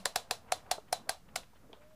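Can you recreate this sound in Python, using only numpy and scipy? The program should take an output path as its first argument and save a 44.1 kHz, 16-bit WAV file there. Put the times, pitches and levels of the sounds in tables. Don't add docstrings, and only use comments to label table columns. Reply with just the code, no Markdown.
import sys
import numpy as np
from scipy import signal
from scipy.fft import rfft, irfft
from scipy.io import wavfile
from scipy.ndimage import uniform_filter1d

SR = 44100
rng = np.random.default_rng(int(sys.argv[2]) if len(sys.argv) > 2 else 0)


def nominal_scale(level):
    x = np.asarray(level, float) / 20
    return 10 ** x


def store_wav(level_fs):
    pcm = np.round(np.clip(np.atleast_2d(level_fs), -1, 1) * 32767)
    wavfile.write(sys.argv[1], SR, pcm.T.astype(np.int16))


N = 85995
HISS_TOP_HZ = 15500
LEAD_S = 0.14


def noise(n):
    return rng.standard_normal(n)


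def colour(x, points):
    hz, db = np.array(points).T
    f = np.fft.rfftfreq(len(x), 1 / SR)
    gain = nominal_scale(np.interp(np.log(f + 1), np.log(hz), db))
    return irfft(rfft(x) * gain, len(x))


def unit(x):
    return x / np.sqrt(np.mean(x ** 2))


def band(x, hz, width_hz):
    return signal.lfilter(*signal.iirpeak(hz, hz / width_hz, fs=SR), x)


def low_pass(x, order, hz):
    return signal.lfilter(*signal.butter(order, hz, fs=SR), x)


def cut(x, hz):
    return signal.sosfilt(signal.ellip(12, .3, 90, hz, fs=SR, output="sos"), x)


def fade(t, t60):
    return (t >= 0) * np.exp(-np.log(1000) * np.maximum(t, 0) / t60)


def walk(rate):
    k = int(SR / rate)
    steps = np.repeat(noise(N // k + 1), k)
    return unit(uniform_filter1d(steps, k)[:N])


def add(out, x, s):
    i = int(s * SR)
    out[max(i, 0):i + len(x)] += x[max(-i, 0):N - i]


def ring(t, modes, push_s=0.002172):
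    scatter_db, detune = 1.5, 0.008
    out = np.zeros(len(t))
    for hz, db, t60 in modes:
        level_db = db + scatter_db * rng.standard_normal()
        pitch = hz * (1 + detune * rng.standard_normal())
        out += nominal_scale(level_db) * fade(t, t60) * np.sin(2 * np.pi * pitch * np.maximum(t, 0))
    return out * np.sin(np.pi / 2 * np.clip(t / push_s, 0, 1)) ** 2


def snap(t, tilt_db, release_db, rebound_db):
    # frequency in Hz, level in dB.
    snap_colour = [(880, -10.5), (1500, 4), (3030, -3), (4430, 2), (6430, -2.5), (10900, -2),
                   (13100, -16.5), (14600, -11.5), (16500, -33)]
    rise_s, t60_s = 0.001014, 0.00483
    release_lead_s, release_t60_s = 0.0023, 0.014
    rebound_gap_s, rebound_t60_s = 0.0018, 0.00677
    rise = (t < rise_s) * (t > 0) * (.5 + .5 * t / rise_s)
    shape = rise + fade(t - rise_s, t60_s)
    shape += nominal_scale(release_db) * fade(t + release_lead_s, release_t60_s)
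    rebounds = np.cumsum(rebound_gap_s * (.5 + rng.random(5)))
    for k, late in enumerate(rebounds):
        shape += nominal_scale(rebound_db - 3.36 * k) * fade(t - late, rebound_t60_s)
    tilted = [(hz, db + tilt_db * np.log2(hz / 5000)) for hz, db in snap_colour]
    return shape * unit(colour(noise(len(t)), [(900, -25.5)] + tilted))


def case_ring(t, pitch, boom_db, lid_db, knock_db):
    # frequency in Hz, level in dB, t60 in seconds.
    boom = [(736.2, 7, 0.0351), (672, -8.5, 0.0564), (844, -17.5, 0.088)]
    # frequency in Hz, level in dB, t60 in seconds.
    lid = [(1517, -0.5, .03), (1427.7, -6, 0.023), (2323, -13, 0.019)]
    # frequency in Hz, level in dB, t60 in seconds.
    knock = [(484.5, -4.5, 0.0347), (555.3, -1.5, 0.0332), (991, -3, 0.0352)]
    # frequency in Hz, level in dB, t60 in seconds.
    bright = [(3577, -16, 0.1643), (4024, -10, 0.16), (3402, -20.5, 0.16), (4295, -4.5, 0.0683),
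              (4990, -26.5, 0.12), (5185, -20, 0.021), (7219, -4, 0.048), (8056, -44, 0.026),
              (10185, -20, 0.016)]
    bright_db, thump_db, thump_hz = -11, -33.5, 76.6
    rattle = nominal_scale(2 * walk(500)[:len(t)])
    out = nominal_scale(bright_db) * rattle * ring(t, bright)
    out += nominal_scale(boom_db) * ring(t, boom)
    out += nominal_scale(lid_db) * ring(t, [(hz * pitch, db, t60) for hz, db, t60 in lid], push_s=0.000559)
    out += nominal_scale(knock_db) * ring(t, knock)
    return out + nominal_scale(thump_db) * ring(t, [(thump_hz, 0, .12)])


def drag(t, drag_db):
    climb_db, climb_s, climb_hz, drag_s = -34.5, 0.0071, 623.5, 0.0934
    climb = nominal_scale(climb_db) * np.exp(-np.abs(t) / climb_s)
    slide = nominal_scale(drag_db) * np.exp(-(t / drag_s) ** 2)
    scrape = band(band(noise(len(t)), climb_hz, 760), climb_hz, 760)
    return (climb + slide) * unit(scrape)


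def room(t, boom_db=0):
    # frequency in Hz, level in dB.
    room_colour = [(180, -29.5), (300, -23), (708, -2), (849, -10), (1540, -18.5), (2040, -21),
                   (3870, -16.5), (10100, -23), (15500, -36)]
    t60_s, treble_t60_s, build_s = 0.2126, 0.1734, 0.0087
    tail = unit(colour(noise(len(t)), [(150, -31)] + list(room_colour)))
    tail = cut(tail + (nominal_scale(boom_db) - 1) * band(tail, 770, 220), HISS_TOP_HZ)
    low = low_pass(tail, 1, 5000)
    decayed = low * fade(t, t60_s) + (tail - low) * fade(t, treble_t60_s)
    return decayed * np.clip(t / build_s, 0, 1)


def detents():
    # start in seconds, snap peak in dB, then case boom, lid ring and low knock in dB re the snap.
    steps = [
        (0.0558, -21.5, -12.5, -5.5, -2.5),
        (0.1593, -20.5, -5, -9.5, -7),
        (0.31, -21.5, -7.5, -9, -4.5),
        (0.5217, -22, -4, -9, -35.5),
        (0.7139, -21.5, -1, -15.5, -18),
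        (0.9274, -23, -0.5, -14, -15.5),
        (1.0933, -22.5, -2, -4, -12),
        (1.3593, -24, -7, -7, -28.5),
    ]
    # lid pitch as a factor, treble tilt in dB per octave, release tick in dB, rebound in dB,
    # drag around the snap in dB.
    notches = [(1.2, -0.5, -16, -7, -39.5), (1.078, 0.5, -14.5, -8, -47), (0.9895, -1, -19.5, -7.5, -40.5),
               (.9, 0, -12, -12, -36.5), (2.7, -0.5, -8, -6, -36), (1.03, 0.5, -13.5, -6, -46),
               (1.0273, 1, -15, -8, -42.5), (0.969, -1, -8.5, -7, -44.5)]
    room_db, room_boom_share = -35.5 + 20, 0.61
    out = np.zeros(N)
    t = np.arange(SR // 2) / SR - LEAD_S
    for step, notch in zip(steps, notches):
        start_s, db, boom_db, lid_db, knock_db = step
        pitch, tilt_db, release_db, rebound_db, drag_db = notch
        click = snap(t, tilt_db, release_db, rebound_db)
        click += case_ring(t, pitch, boom_db, lid_db, knock_db)
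        click += drag(t, drag_db)
        click += nominal_scale(room_db) * room(t, room_boom_share * (boom_db + 1))
        add(out, nominal_scale(db) * click, start_s - LEAD_S)
    return out


def earlier_step():
    t = np.arange(SR // 2) / SR
    out = np.zeros(N)
    add(out, nominal_scale(-53) * room(t + 0.0064), 0)
    add(out, nominal_scale(-48.5) * ring(t + 0.00196, [(189.8, 0, .15)]), 0)
    return out


def firm(x):
    dip_hz, dip_share = 316.4, 0.674
    return x - dip_share * band(x, dip_hz, dip_hz / 2)


def finger_taps():
    # start in seconds, peak in dB, pitch in Hz, ring t60 in seconds.
    taps = [
        (0.7806, -32, 657, 0.0301),
        (1.696, -47, 468, 0.0417),
        (1.717, -51, 420, 0.0555),
        (1.7302, -42, 687, 0.0287),
        (1.778, -56.5, 615, 0.0164),
        (0.853, -60.5, 600, 0.0167),
    ]
    out, t = np.zeros(N), np.arange(SR // 10) / SR
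    for s, db, hz, t60 in taps:
        modes = [(hz, 0, t60), (hz * 0.6428, -5, t60 * 1.78), (hz * 1.294, -4, t60), (hz * 2, -16, t60)]
        add(out, nominal_scale(db) * ring(t, modes, push_s=0.00194), s)
    return out


def nail_tick():
    # frequency in Hz, level in dB, t60 in seconds.
    nail_modes = [(3232, 2, 0.0137), (2494, -4.5, 0.0158), (3596, -17, 0.015)]
    start_s, tick_db, tail_db, tail_t60_s = 1.7308, -44, -62, 0.188
    scrape_hz, width_hz = 3150, 1000
    out, t = np.zeros(N), np.arange(SR // 10) / SR
    tick = nominal_scale(tick_db) * ring(t, nail_modes, push_s=0.000178)
    scrape = unit(band(band(noise(len(t)), scrape_hz, width_hz), scrape_hz, 2 * width_hz))
    tail = nominal_scale(tail_db) * fade(t, tail_t60_s) * np.clip(t / 0.0042, 0, 1) * scrape
    add(out, tick + tail, start_s)
    return out


def finger_rubs():
    # peak time in seconds, level in dB, length in seconds, centre in Hz.
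    rubs = [(.487, -57, 0.0163, 2230), (0.604, -63, 0.0108, 2800), (0.665, -54, 0.00485, 2200),
            (.694, -61.5, 0.0049, 2210), (0.884, -61, 0.0122, 2990), (1.0, -58.5, 0.0183, 1530),
            (1.075, -57, 0.014, 1210), (1.289, -60, 0.01, 2960), (1.341, -66, 0.015, 1205),
            (1.434, -60, 0.0125, 3000), (1.535, -61.5, 0.0086, 1200), (1.56, -63, 0.0152, 3210),
            (1.648, -63, 0.0423, 600), (1.743, -60, 0.049, 1440), (1.822, -61.5, 0.0254, 2470),
            (1.909, -67, 0.0093, 2500)]
    low_hz, peak_s = 466, 0.05
    out, t = np.zeros(N), np.arange(SR // 10) / SR
    for s, db, length, hz in rubs:
        grains = noise(len(t)) * nominal_scale(2 * rng.standard_exponential(len(t)))
        points = [(low_hz / 2, -20), (low_hz, 0), (hz, -6), (hz * 1.8, -26), (hz * 4, -55)]
        haste = np.where(t < peak_s, 2.5, 1)
        swell = np.exp(-np.abs(t - peak_s) / length * haste)
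        add(out, nominal_scale(db) * swell * unit(colour(grains, points)), s - peak_s)
    return out


def far_tone():
    # time in seconds, frequency in Hz, level in dB.
    course = [(1.77, 588, -74.5), (1.81, 586.3, -57), (1.86, 610.7, -62.5), (1.90, 625.4, -61.5),
              (1.95, 616, -57)]
    t = np.arange(N) / SR
    at_s, pitch_hz, level_db = np.array(course).T
    hz = np.interp(t, at_s, pitch_hz) * (1 + 0.0041 * walk(30))
    db = np.interp(t, at_s, level_db, left=-120) + 1.5 * walk(40.26)
    return nominal_scale(db) * np.sin(2 * np.pi * np.cumsum(hz) / SR)


def background():
    # frequency in Hz, level in dB.
    floor_colour = [(15, -51.5), (25, 0), (233, -4.5), (509, -16), (1270, -17.5), (1410, -19.5),
                    (2170, -24.5), (3720, -28), (15500, -33)]
    level_db, flicker_db = -62.5, 2
    whole = cut(unit(colour(noise(N), [(4, -6.5)] + list(floor_colour))), HISS_TOP_HZ)
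    low = low_pass(whole, 2, 250)
    mid = low_pass(whole - low, 2, 2500)
    hiss = whole - low - mid
    return nominal_scale(level_db) * (low * nominal_scale(flicker_db * walk(8.3)) + mid * nominal_scale(flicker_db * walk(13)) + hiss)


def scene():
    knob = firm(detents() + earlier_step())
    fingers = finger_taps() + nail_tick() + finger_rubs()
    return (knob + fingers + far_tone() + background())[None]


def top_cut(x):
    return signal.sosfilt(signal.butter(12, 16650, fs=SR, output="sos"), x)


def record(dry):
    offset = 0.00093
    mix = cut(dry, 16600) + offset
    return top_cut(mix)


dry = scene()
out = record(dry)
store_wav(out)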